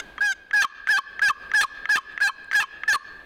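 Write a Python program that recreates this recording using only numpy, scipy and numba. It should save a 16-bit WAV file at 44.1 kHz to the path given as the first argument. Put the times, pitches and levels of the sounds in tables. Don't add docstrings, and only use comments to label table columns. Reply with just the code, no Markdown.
import sys
import numpy as np
from scipy import signal
from scipy.fft import rfft, irfft
from scipy.io import wavfile
from scipy.ndimage import uniform_filter1d
from numba import njit

SR = 44100
rng = np.random.default_rng(int(sys.argv[2]) if len(sys.argv) > 2 else 0)


def elevation(decibels):
    levels = np.asarray(decibels, float)
    return 10 ** (levels / 20)


def log_audio(samples):
    frames = np.atleast_2d(samples).T
    limited = np.clip(frames, -1, 1)
    pcm = np.round(limited * 32767).astype(np.int16)
    wavfile.write(sys.argv[1], SR, pcm)


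N = 143325

# time_s, swing_hz
STROKE_PITCHES = [
    [(.206,1557),(.222,1667),(.27,1650),(.285,1600),(.318,1550),(.338,1383)],
    [(.531,1530),(.543,1700),(.585,1643),(.618,1574),(.622,1790),(.644,1635)],
    [(.886,1529),(.907,1751),(.922,1700),(.945,1567),(.968,1568),(.974,1713),(.99,1710)],
    [(1.216,1563),(1.235,1704),(1.25,1664),(1.265,1605),(1.281,1562),(1.287,1770),(1.305,1690)],
    [(1.536,1562),(1.551,1748),(1.572,1699),(1.582,1637),(1.606,1601),(1.612,1790),(1.645,1567)],
    [(1.891,1610),(1.905,1700),(1.92,1722),(1.932,1632),(1.953,1580),(1.959,1806),(1.98,1657)],
    [(2.211,1610),(2.228,1700),(2.25,1601),(2.271,1582),(2.277,1743),(2.297,1703)],
    [(2.542,1642),(2.558,1713),(2.57,1671),(2.598,1605),(2.603,1822),(2.638,1612)],
    [(2.878,1660),(2.886,1770),(2.9,1710),(2.912,1610),(2.925,1581),(2.93,1787),(2.964,1635)],
]
# level_db, sag_db_per_s, firm_grip_s, catch_s, fall_after_catch_db_per_s,
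# caught_rasp_db
STROKE_FORCES = [(-20.5,75.5,0.2744,0.3188,1300,-30),(-16,25,0.608,.618,491,-18),(-12.5,84,.93,.971,506,-25),(-13,57,1.258,1.283,491,-20.5),(-13.5,20,1.579,1.608,491,-18.5),(-15.5,37,1.928,1.955,478,-18.5),(-14,91,2.24,2.273,480,-27),(-14,65,2.572,2.599,402,-20.5),(-13.5,90,2.902,2.927,402,-18)]
# start_s, length_s, swing_hz, level_db
CHATTERS = [(0.87, 0.018, 1553, -32), (2.201, 0.013, 1504, -32), (2.513, 0.011, 1690, -30),
            (2.526, 0.018, 1590, -28.5)]
# start_s, peak_db
TAPS = [(0.18, -35), (0.5106, -32), (0.8721, -18), (1.1938, -26.5), (1.516, -26), (1.8555, -23),
        (2.177, -24), (2.2026, -36), (2.5134, -23.5), (2.5313, -23.5), (2.835, -26)]
# start_s, peak_db
KNOCKS = [(0.1808, -38), (0.621, -24), (0.6354, -25), (0.9803, -21), (1.2949, -19),  (1.8897, -32.5),
          (1.969, -18.5), (2.2735, -33), (2.286, -26), (2.602, -21), (2.6239, -21)]
# start_s, length_s, first_hz, level_db
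NOTES = [(0.643, 0.01, 1218, -19.5), (0.983, 0.01, 1195, -21), (1.298, .014, 1203, -20),
         (1.631, 0.018, 1251, -24), (1.977, .012, 1240, -22.5), (2.294, 0.0033, 1124, -21),
         (2.636, 0.0052, 1235, -27.5), (2.943, 0.019, 1203, -20.5)]
# start_s, peak_db
TICKS = [(2.124, -60), (2.445, -56)]
# pitch_hz, relative_level_db, t60_s
WALL_MODES = [(1286, -13.5, 0.046), (1770, 3, 0.013), (1961, 1, 0.01), (2560, -11.5, 0.014),
              (3140, -11, 0.01), (4130, -40, 0.0075), (6100, -20, 0.0077)]
BOX_MODES = [(357,-21.5,0.023),(1043,1,0.028),(1255,6,0.022),(2306,-19,0.058),(3146,-4,0.041),(4110,-8,0.012)]
# frequency_hz, relative_level_db
RASP_COLOUR = [(350, -9.5), (1700, 9.5), (2600, 5.5), (3600, 4), (5300, 0), (7300, -7), (15700, -16)]
# frequency_hz, relative_level_db
BREEZE_COLOUR = [(20, -7.5), (45, -4.5), (120, -16), (400, -10.5), (4300, -27.5), (5200, -39.5),
                 (15700, -47.5)]
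# frequency_hz, t60_s
WOOD_T60 = [(500, 0.18), (1700, 1.25), (4000, 0.85), (6000, 0.33), (12000, 0.18)]
LOOSE_OVERTONES = [2.5, -14, -13, 4, -7, -18.5, -21, -10.5, -9, -20]
FIRM_OVERTONES = [-0.5, 4, -2.5, 1.5, -1.5, 0.5, -7.5, -11, -11, -14]
CAUGHT_OVERTONES = [4, -3.5, -3.5, -25.5, -9.5, -25.5, -14.5, -15, -11.5, -24.5]

WALL_HZ, WALL_WIDTH_HZ = 1700, 990
SLIP_DB, EDGE_S = -20, 0.0087
WOBBLE, CATCH_WOBBLE, START_WOBBLE, WOBBLE_HZ = .003, .006, 0.0057, 200
LOOSE_JITTER, FIRM_JITTER, CAUGHT_JITTER, JITTER_HZ = .05, .015, .045, 1200
OVER_START_DB, OVER_HOLD_DB, OVER_CATCH_DB = -30.5, -12.5, 6
SLIP_RISE_S = 0.021
BLOOM_SHARE = .4
START_TILT_DB = -1.1
HIGHER_DB = -1.5
PATCHY_DB, PATCHY_HZ = 3.5, 40

START_RASP_DB, START_RASP_S, STEADY_RASP_DB, LOOSE_RASP_DB = -23.5, 0.022, -49, -31.5
CATCH_BURST_DB, CATCH_BURST_S = 7.5, .004
GRAIN_DB, GRAIN_HZ = 3, 400

BLOW_SCATTER_DB = 2.5
NOTE_KNOCK_DB, NOTE_RASP_DB = -3, -15
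NOTE_HZ, NOTE_RISE_S, NOTE_T60_S = 1083.8, 0.00283, 0.033

BEAT_S = .327
WOOD_DB, WOOD_RISE_S = -40, 0.0017
NEAR_TRUNKS_DB, NEAR_TRUNKS_S = 10.5, 0.029
BREEZE_DB, GUST_DB = -68, 3

KNEE_DB, RATIO, ATTACK_S, RELEASE_S, LOOK_AHEAD_S = -34, 3.18, 0.0005, 0.047, .001
TOP_HZ = 15800


def table(points, hz):
    p = np.array(points, float)
    return np.interp(np.log(np.maximum(hz, 1)), np.log(p[:, 0]), p[:, 1])


def coloured(points, size):
    spectrum = rfft(rng.standard_normal(size))
    x = irfft(spectrum * elevation(table(points, np.fft.rfftfreq(size, 1 / SR))), size)
    return x / x.std()


def walk(rate_hz, size):
    k = max(int(SR / rate_hz), 2)
    x = uniform_filter1d(uniform_filter1d(rng.standard_normal(size), k), k)
    return x / x.std()


def earlier_strokes(call):
    first = call[:int(.36 * SR)]
    out = np.concatenate([np.zeros(SR), call])
    for k in (1, 2, 3):
        i = SR - int(k * BEAT_S * SR)
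        out[i:i + len(first)] += first
    return out


def wood(x):
    t, tail = np.arange(2 * SR) / SR, 0
    for hz in 250 * 2 ** np.arange(0, 6, .5):
        edges = [hz / 2 ** .25, hz * 2 ** .25]
        half_octave = signal.butter(2, edges, "band", fs=SR, output="sos")
        band = signal.sosfilt(half_octave, rng.standard_normal(len(t)))
        tail = tail + band * np.exp(-np.log(1000) * t / table(WOOD_T60, hz))
    tail = tail * (1 - np.exp(-t / WOOD_RISE_S)) * elevation(4.0 * walk(25, len(t)))
    tail = tail * (1 + elevation(NEAR_TRUNKS_DB) * np.exp(-t / NEAR_TRUNKS_S))
    return elevation(WOOD_DB) * signal.fftconvolve(x, tail / np.sqrt(SR / 100))[:len(x)]


def breeze():
    return coloured(BREEZE_COLOUR, N) * elevation(BREEZE_DB + GUST_DB * walk(2.7, N))


def struck(events, modes, push_s, scatter_db):
    out, t = np.zeros(N + SR // 10), np.arange(SR // 10) / SR
    hz, db, t60 = np.array(modes, float).T[:, :, None]
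    for s, peak_db in events:
        strength, detune = rng.standard_normal((2, len(modes), 1))
        tone = np.sin(2 * np.pi * hz * (1 + .015 * detune) * t)
        ring = elevation(db + scatter_db * strength) * np.exp(-np.log(1000) * t / t60) * tone
        ring = ring.sum(axis=0) * (1 - np.exp(-t / push_s))
        i = int(s * SR)
        out[i:i + len(t)] += ring / np.abs(ring).max() * elevation(peak_db)
    return out[:N]


def taps():
    return struck(TAPS, WALL_MODES, 0.00072, BLOW_SCATTER_DB)


def knocks():
    note_knocks = [(s, db + NOTE_KNOCK_DB) for s, _, _, db in NOTES]
    return struck(list(KNOCKS) + note_knocks, BOX_MODES, 0.0047, BLOW_SCATTER_DB)


def stroke(rows, db, sag_db, firm_s, catch_s, fall_db, rasp_db):
    rows = np.array(rows, float)
    t = np.arange(int(rows[0, 0] * SR), int(rows[-1, 0] * SR)) / SR
    size = len(t)
    age, late = t - t[0], np.maximum(t - catch_s, 0)

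    caught = np.minimum(late / .004, 1)
    loose = np.clip((firm_s - t) / .008, 0, 1)
    firm = np.maximum(1 - loose - caught, 0)
    bloom = 1 - np.exp(-(age / (BLOOM_SHARE * (firm_s - t[0]))) ** 2)

    wobble = WOBBLE + CATCH_WOBBLE * caught + START_WOBBLE * np.exp(-age / START_RASP_S)
    slip_hz = np.interp(t, *rows.T) / 2 * (1 + wobble * walk(WOBBLE_HZ, size))
    phase = 2 * np.pi * np.cumsum(slip_hz) / SR

    k = np.arange(3, 20)[:, None]
    patchy = np.array([walk(PATCHY_HZ, size + 4000)[:size] for _ in range(len(k) + 1)])
    balance = np.array([LOOSE_OVERTONES, FIRM_OVERTONES, CAUGHT_OVERTONES]).T
    grip_db = (balance @ np.array([loose, firm, caught]))[np.minimum(k[:, 0], 12) - 3]
    tilt_db = HIGHER_DB * np.maximum(k - 12, 0) + k * START_TILT_DB * (1 - bloom)
    gain = elevation(grip_db + tilt_db + PATCHY_DB * patchy[1:])
    jitter = LOOSE_JITTER * loose + FIRM_JITTER * firm + CAUGHT_JITTER * caught
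    jitter = jitter * walk(JITTER_HZ, size)
    tones = np.sin(k * (phase + jitter) + rng.uniform(0, 2 * np.pi, k.shape))
    overtones = (gain * tones).sum(axis=0) / np.sqrt((gain ** 2).sum(axis=0))
    over_db = OVER_HOLD_DB + (OVER_START_DB - OVER_HOLD_DB) * (1 - bloom) + OVER_CATCH_DB * caught

    slip = elevation(SLIP_DB + PATCHY_DB * patchy[0]) * (1 - np.exp(-age / SLIP_RISE_S)) * np.sin(phase)
    rasp = elevation(START_RASP_DB) * np.exp(-age / START_RASP_S) + elevation(STEADY_RASP_DB)
    rasp = rasp + elevation(LOOSE_RASP_DB) * loose * bloom
    burst = 1 + elevation(CATCH_BURST_DB) * np.exp(-late / CATCH_BURST_S)
    rasp = rasp + caught * elevation(rasp_db) * burst
    grit = coloured(RASP_COLOUR, size) * elevation(GRAIN_DB * walk(GRAIN_HZ, size)) * (1 + np.sin(phase))

    resonance = 1 / np.hypot(1, 2 * (2 * slip_hz - WALL_HZ) / WALL_WIDTH_HZ)
    wall = elevation(-fall_db * late) * np.sin(2 * phase) * resonance
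    rest = elevation(-.4 * fall_db * late) * (slip + elevation(over_db) * overtones + rasp * grit)
    edge = np.clip(np.minimum(age, t[-1] - t) / EDGE_S, 0, 1)
    return int(t[0] * SR), edge * elevation(db - sag_db * age) * np.sqrt(2) * (wall + rest)


def strokes():
    out = np.zeros(N)
    for rows, force in zip(STROKE_PITCHES, STROKE_FORCES):
        i, x = stroke(rows, *force)
        out[i:i + len(x)] += x
    return out


def notes():
    out, t = np.zeros(N + SR // 10), np.arange(SR // 10) / SR
    for s, length, hz, db in NOTES:
        pitch_hz = np.interp(t, [length / 2, length], [hz, NOTE_HZ])
        phase = 2 * np.pi * np.cumsum(pitch_hz) / SR
        decay_db = -60 * np.maximum(t - length, 0) / NOTE_T60_S
        ring = elevation(1.5 * walk(WOBBLE_HZ, len(t)) + decay_db) * np.sqrt(2) * np.sin(phase)
        sliding = np.clip((length - t) / NOTE_RISE_S, 0, 1)
        rasp = elevation(NOTE_RASP_DB) * sliding * coloured(RASP_COLOUR, len(t)) * (1 + np.sin(phase))
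        i = int(s * SR)
        out[i:i + len(t)] += elevation(db) * np.minimum(t / NOTE_RISE_S, 1) * (ring + rasp)
    return out[:N]


def chatters():
    out = np.zeros(N)
    for s, length, hz, db in CHATTERS:
        end = s + length
        i, x = stroke([(s, hz), (end, hz)], db, 0, end, end, 0, -60)
        out[i:i + len(x)] += x
    return out


def ticks():
    return struck(TICKS, [(3840, -2.0, 0.0071), (7700, 0.92, 0.0013)], 0.000067, 1.6)


def scene():
    box_call = taps() + knocks() + notes() + strokes() + chatters()
    call = earlier_strokes(box_call)
    air = breeze()
    twigs = ticks()
    return ((call + wood(call))[SR:] + air + twigs)[None]


@njit
def follow(x, up, down):
    e, out = 0., np.empty(len(x))
    for i in range(len(x)):
        a = abs(x[i])
        e += (a - e) * (up if a > e else down)
        out[i] = e
    return out


def gain_control(dry):
    envelope = follow(dry[0], 1 / (ATTACK_S * SR), 1 / (RELEASE_S * SR))
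    envelope = np.roll(envelope, -int(LOOK_AHEAD_S * SR))
    gain = np.minimum(1, elevation(KNEE_DB) / (envelope + 1e-9)) ** (1 - 1 / RATIO)
    return elevation(13) * gain * dry


def top_cut(x):
    return signal.sosfilt(signal.butter(12, 15810, fs=SR, output="sos"), x)


def record(dry):
    low_pass = signal.ellip(8, .2, 70, TOP_HZ, fs=SR, output="sos")
    mix = signal.sosfilt(low_pass, gain_control(dry))
    return top_cut(mix)


dry = scene()
out = record(dry)
log_audio(out)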